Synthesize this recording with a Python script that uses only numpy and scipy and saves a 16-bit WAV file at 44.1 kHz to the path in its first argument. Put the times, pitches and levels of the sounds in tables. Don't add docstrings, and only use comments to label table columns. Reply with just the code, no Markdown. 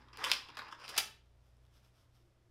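import sys
import numpy as np
from scipy import signal
from scipy.fft import rfft, irfft, next_fast_len
from scipy.io import wavfile
from scipy.ndimage import map_coordinates

SR = 44100
rng = np.random.default_rng(int(sys.argv[2]) if len(sys.argv) > 2 else 0)


def inscribe(sig):
    pcm = np.round(np.clip(np.atleast_2d(sig).T, -1, 1) * 32767)
    wavfile.write(sys.argv[1], SR, pcm.astype(np.int16))


def field_ratio(decibels):
    return 10 ** (np.asarray(decibels, dtype=float) / 20)


N = 110250


def unit(x):
    return x / np.sqrt(np.mean(x ** 2) + 1e-20)


def along(points, hz):
    f, value = np.transpose(points)
    return np.interp(np.log(hz + 1), np.log(f + 1), value)


def curves(rows):
    s, *columns = np.transpose(rows)
    t = np.arange(N) / SR
    return [np.interp(t, s, column) for column in columns]


def wobble(rate):
    return map_coordinates(rng.standard_normal(N // 64), [np.arange(N) * rate / SR])


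def filtered(x, response):
    size = next_fast_len(N + SR // 2)
    hz = np.fft.rfftfreq(size, 1 / SR)
    return irfft(rfft(x, size) * response(hz), size)[..., :N]


def resonances(modes, sum_up=True):
    centre, width, db = np.transpose(modes)[..., None]
    sign = (-1.) ** np.arange(len(modes))[:, None]
    corner = 1.6 * centre[-1]

    def peaks(f):
        damping = 1j * f * width
        peak = damping / (centre * centre - f * f + damping)
        return sign * field_ratio(db) * peak / (1 + 1j * f / corner) ** 2

    def summed(f):
        return peaks(f).sum(0)

    return summed if sum_up else peaks


def grains(per_s, spread_db):
    chance = rng.random(N)
    size = np.minimum(rng.exponential(size=N), 3)
    weight = rng.standard_normal(N)
    return unit((chance < per_s / SR) * field_ratio(spread_db * size) * weight)


def noise(spectrum):
    white = rng.standard_normal(N)
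    return unit(filtered(white, lambda hz: field_ratio(along(spectrum, hz))))


# f/Hz, wander rate/(knots/s), level offset/dB
HUM_LINES = [(58.8, 1.6, -1), (85.6, 6.5, -7), (120, 9.5, -3)]
# t/s, level/dB
HUM_LEVEL = [(0.0, -65), (0.29, -66.5), (0.7, -78), (1.04, -69), (1.62, -65), (2.08, -76.5), (2.5, -74)]
# t/s, level/dB
DRONE_LEVEL = [(2.14, -110), (2.2, -78), (2.31, -79), (2.35, -90), (2.42, -79), (2.5, -78)]
# f/Hz, width/Hz, relative level/dB
DRONE_BAND = [(350, 35, 0)]
# f/Hz, relative spectral level/dB
HISS_SPECTRUM = [(20, -4.5), (117, -5), (141, -8.5), (175, -13.5), (496, -18), (599, -15.5), (826, -22),
                 (3500, -31.5), (12000, -42), (15600, -74), (22000, -120)]
HISS_DB = -72.5


def background():
    t = np.arange(N) / SR
    low_db, = curves(HUM_LEVEL)
    middle_db = low_db.mean() + 2.5 * wobble(HUM_LINES[1][1])
    high_db = low_db.mean() + 1.5 * wobble(HUM_LINES[2][1])
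    hum = np.zeros(N)
    for (hz, rate, offset_db), level_db in zip(HUM_LINES, [low_db, middle_db, high_db]):
        phase = 2 * np.pi * hz * t + 0.7 * wobble(rate)
        hum += field_ratio(level_db + offset_db) * np.sqrt(2) * np.sin(phase)
    band = resonances(DRONE_BAND)
    drone = unit(filtered(rng.standard_normal(N), lambda hz: band(hz) ** 2))
    drone = field_ratio(curves(DRONE_LEVEL)[0]) * drone
    hiss = field_ratio(HISS_DB + 0.67 * wobble(2.4)) * noise(HISS_SPECTRUM)
    return hum + drone + hiss


# t/s, shell level/dB, air column over shell/dB, rim over shell/dB
DRAG = [(0, -75, 11, -24), (.1, -84, 13.5, -22), (.17, -62, 4, -18.5), (.19, -53.5, 6, -20.5),
        (.235, -50, 8, -19.5), (.26, -44, -1.5, -17.5), (.31, -45.5, -0.5, -15), (.36, -57, 0, -13),
        (.45, -72, 7, -17), (.54, -72, 7.5, -38), (.635, -70.5, 12, -31), (.67, -70.5, 8, -39),
        (.77, -77.5, 9, -27), (.81, -65, 4.5, -18), (.85, -54.5, 1.5, -11), (.875, -62, 2.5, -18.5),
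        (.92, -62.5, 6.5, -13.5), (.962, -54.5, 2.5, -21.5)]
# t/s, shell level/dB, air column over shell/dB, rim over shell/dB, decay time/ms
SCUFFS = [(0.0831, -56, 2.5, -24.5, 2.8), (0.1294, -51.5, -7, -29, 8.9), (0.2382, -28, -10, -11, 9.4),
          (0.332, -30.5, -10.5, -16, 5.7), (0.4844, -50.5, 5, -25, 8.4), (0.499, -51.5, 4.5, -19, 2.9),
          (0.5514, -57, -1.5, -6, 3.2), (0.572, -42.5, 0.5, -10.5, 6), (0.589, -41.5, 7.5, -17, 5.9),
          (0.606, -51.5, 9, -27, 3.2), (0.616, -51, 11, -22, 4.7), (0.6817, -51.5, 7, -17, 5.9),
          (0.712, -53.5, -0.5, -21, 8.6), (0.723, -48, 7, -28, 6.1), (0.747, -56, 5.5, -17, 2.9),
          (0.8602, -45.5, -1, -13, 1.4), (0.878, -42, -7, -13, 5.4), (0.89, -38, -3.5, -6, 7.3),
          (0.9635, -35, -0.5, -12, 6.6), (0.981, -26, -6, -1, 8.8), (1, -30, -9.5, -11, 4.8)]
DRAG_END_S = 1
DRAG_GRAINS_PER_S, DRAG_SPREAD_DB, CHATTER_PER_S = 4000, 2.5, 3700
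SCUFF_RISE_S = 0.0018


def friction():
    t = np.arange(N) / SR
    bursts = np.zeros((3, N))
    for s, scuff_db, tube_db, rim_db, decay_ms in SCUFFS:
        age = np.clip(t - s, 0, None)
        size = field_ratio(scuff_db + np.array([[tube_db], [0], [rim_db]]))
        bursts += size * (1 - np.exp(-age / SCUFF_RISE_S)) * np.exp(-age * 1000 / decay_ms)
    db, tube_db, rim_db = curves(DRAG)
    balance_db = np.array([tube_db, 0 * db, rim_db])
    press = field_ratio(db + balance_db + 2.2 * wobble(70)) * (t < DRAG_END_S)
    force = []
    for burst, pressure in zip(bursts, press):
        chatter = burst * grains(CHATTER_PER_S, spread_db=0.0)
        drag = pressure * field_ratio(1.9 * wobble(50)) * grains(DRAG_GRAINS_PER_S, DRAG_SPREAD_DB)
        force.append(chatter + drag)
    return np.array(force)


# t/s of first touch, shell level/dB, air column over shell/dB, # rim over
# shell/dB; the row at 0.3188 s is a strong echo of the loud blow just before it from a near wall
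SNAPS = [(0.1717, -39.5, -8.5, 1), (0.315, -10.5, -19, -6.5), (0.3188, -17, -17.5, -19.5),
         (0.5696, -35.5, -2.5, -8.5), (0.5884, -40, 0, -3.5), (0.7984, -58, -14, 2.5),
         (.8790, -36, -15, -7), (0.9766, -20.5, -17, 2.5), (0.9789, -22, -16, 11),
         (0.9812, -19.5, -9.5, -4)]
LEAD_S, LEAD_DB = .0012, -13.5


def snaps():
    force = np.zeros((3, N))
    for s, db, tube_db, rim_db in SNAPS:
        size = field_ratio(db + np.array([tube_db, 0, rim_db]))
        force[:, round(s * SR)] += field_ratio(LEAD_DB) * size
        force[:, round((s + LEAD_S) * SR)] += size
    return force


# f/Hz, width/Hz, level/dB
AIR_COLUMN = [(221, 150, -16.5), (334, 390, -12), (566.2, 190, -8.5), (830, 240, -6.5), (1064, 260, 0.5),
              (1660, 880, -4.5)]
SHELL = [(2080, 260, -2), (2538, 470, 1.5), (3220, 840, 1.5), (3744, 540, 2), (5020, 490, 2),
         (5860, 100, -6.5)]
RIM = [(6350, 2100, -2), (8980, 730, 4.5), (9900, 3100, -1), (12000, 470, -7), (12500, 2800, -11.5)]
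# t/s, level/dB
LOW_BODY = [(.17, 7.5), (.3, 0.5), (.7, 0.5), (.9, 3.5), (.97, -4)]
# f/Hz, width/Hz, level/dB
ROD = [(400, 70, 17), (2927, 90, 21), (3390, 65, 22.5), (5746, 92, 29)]
SWAY_DB, SWAY_PER_S = 2.5, 25
FREE_S = 0.97


def barrel():
    out = np.zeros(N)
    impulse = np.arange(N) == 0
    blows = snaps()
    for modes, blow, rub in zip((AIR_COLUMN, SHELL, RIM), blows, friction()):
        ring = filtered(impulse, resonances(modes))
        sway_db = SWAY_DB * np.array([wobble(SWAY_PER_S) for _ in modes])
        force = blow / np.abs(ring).max() + rub * field_ratio(sway_db) / np.linalg.norm(ring)
        if modes is AIR_COLUMN:
            force[:2] *= field_ratio(curves(LOW_BODY)[0])
        out += filtered(force, resonances(modes, sum_up=False)).sum(0)
    muzzle_blows = blows[1] * (np.arange(N) > FREE_S * SR)
    return out + filtered(muzzle_blows, resonances(ROD))


# f/Hz, relative spectral level/dB
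CLOTH_SPECTRUM = [(410, -36.5), (700, -7.5), (1360, -2.5), (1900, -10.5), (3400, -4.5), (4300, -9.5),
                  (5360, -4), (6680, -15.5), (13600, -15.5), (15500, -24.5)]
# t/s, level/dB before colouring
CLOTH_TICKS = [(1.467, -66), (1.569, -67.5), (1.652, -65), (1.666, -65.5), (2.012, -73), (2.167, -63)]
# t/s of the middle, level/dB, half length/s (standard deviation)
SWISHES = [(1.483, -91, 0.031), (1.761, -76.5, 0.026), (1.862, -78, 0.023), (1.995, -77, 0.034),
           (2.161, -79.5, 0.014), (2.217, -87, 0.029)]
RUSTLE_DB = -89.5


def sleeve():
    t = np.arange(N) / SR
    swell = np.full(N, field_ratio(RUSTLE_DB))
    for s, db, half in SWISHES:
        swell += field_ratio(db) * np.exp(-((t - s) / half) ** 2 / 2)
    rub = unit(rng.standard_normal(N) + 0.7 * grains(1500, spread_db=3))
    force = rub * swell * field_ratio(1.55 * wobble(29.96))
    decay = np.exp(-np.arange(60) / 20)
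    for s, tick_db in CLOTH_TICKS:
        force[round(s * SR):][:60] += field_ratio(tick_db) * rng.standard_normal(60) * decay

    def colour(hz):
        return field_ratio(along(CLOTH_SPECTRUM, hz))

    return filtered(force, colour) / np.linalg.norm(filtered(np.arange(N) == 0, colour))


# f/Hz, decay time by 60 dB/s
ROOM_DECAY = [(200, 0.91), (530, 0.37), (3700, 0.35), (9700, .25)]
# delay/s, level/dB
WALLS = [(.0095, -23), (.019, -18)]
ROOM_DB, ROOM_RISE_S = -8, 0.0062
MOVES_PER_S = 12


def room(x):
    hop = SR // MOVES_PER_S
    out = np.zeros(N + 2 * SR)
    starts = np.arange(-hop, N, hop)
    white = rng.standard_normal((len(starts), SR // 2))
    hz, t, spectrum = signal.stft(white, SR, nperseg=256)
    decay = field_ratio(-60 * t / along(ROOM_DECAY, hz)[:, None])
    tails = signal.istft(spectrum * decay, SR, nperseg=256)[1]
    age = np.arange(tails.shape[1]) / SR
    tails = tails * (1 - np.exp(-(age / ROOM_RISE_S) ** 2))
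    tails = field_ratio(ROOM_DB) * tails / np.linalg.norm(tails, axis=1, keepdims=True)
    for s, db in WALLS:
        tails[:, round(s * SR)] += field_ratio(db)
    padded = np.pad(x, (hop, 2 * hop))
    fade = np.sin(np.pi * np.arange(2 * hop) / (2 * hop))
    for start, tail in zip(starts + hop, tails):
        answer = signal.fftconvolve(padded[start:start + 2 * hop] * fade, tail)
        out[start:start + len(answer)] += answer
    return out[hop:hop + N]


def scene():
    near = barrel() + sleeve()
    return (near + room(near) + background())[None]


def band_limit(x):
    return signal.sosfilt(signal.butter(12, 16450, fs=SR, output="sos"), x)


def record(dry):
    mix = filtered(dry, lambda hz: 1 / (1 + (hz / 15700) ** 40))
    return band_limit(mix)


dry = scene()
out = record(dry)
inscribe(out)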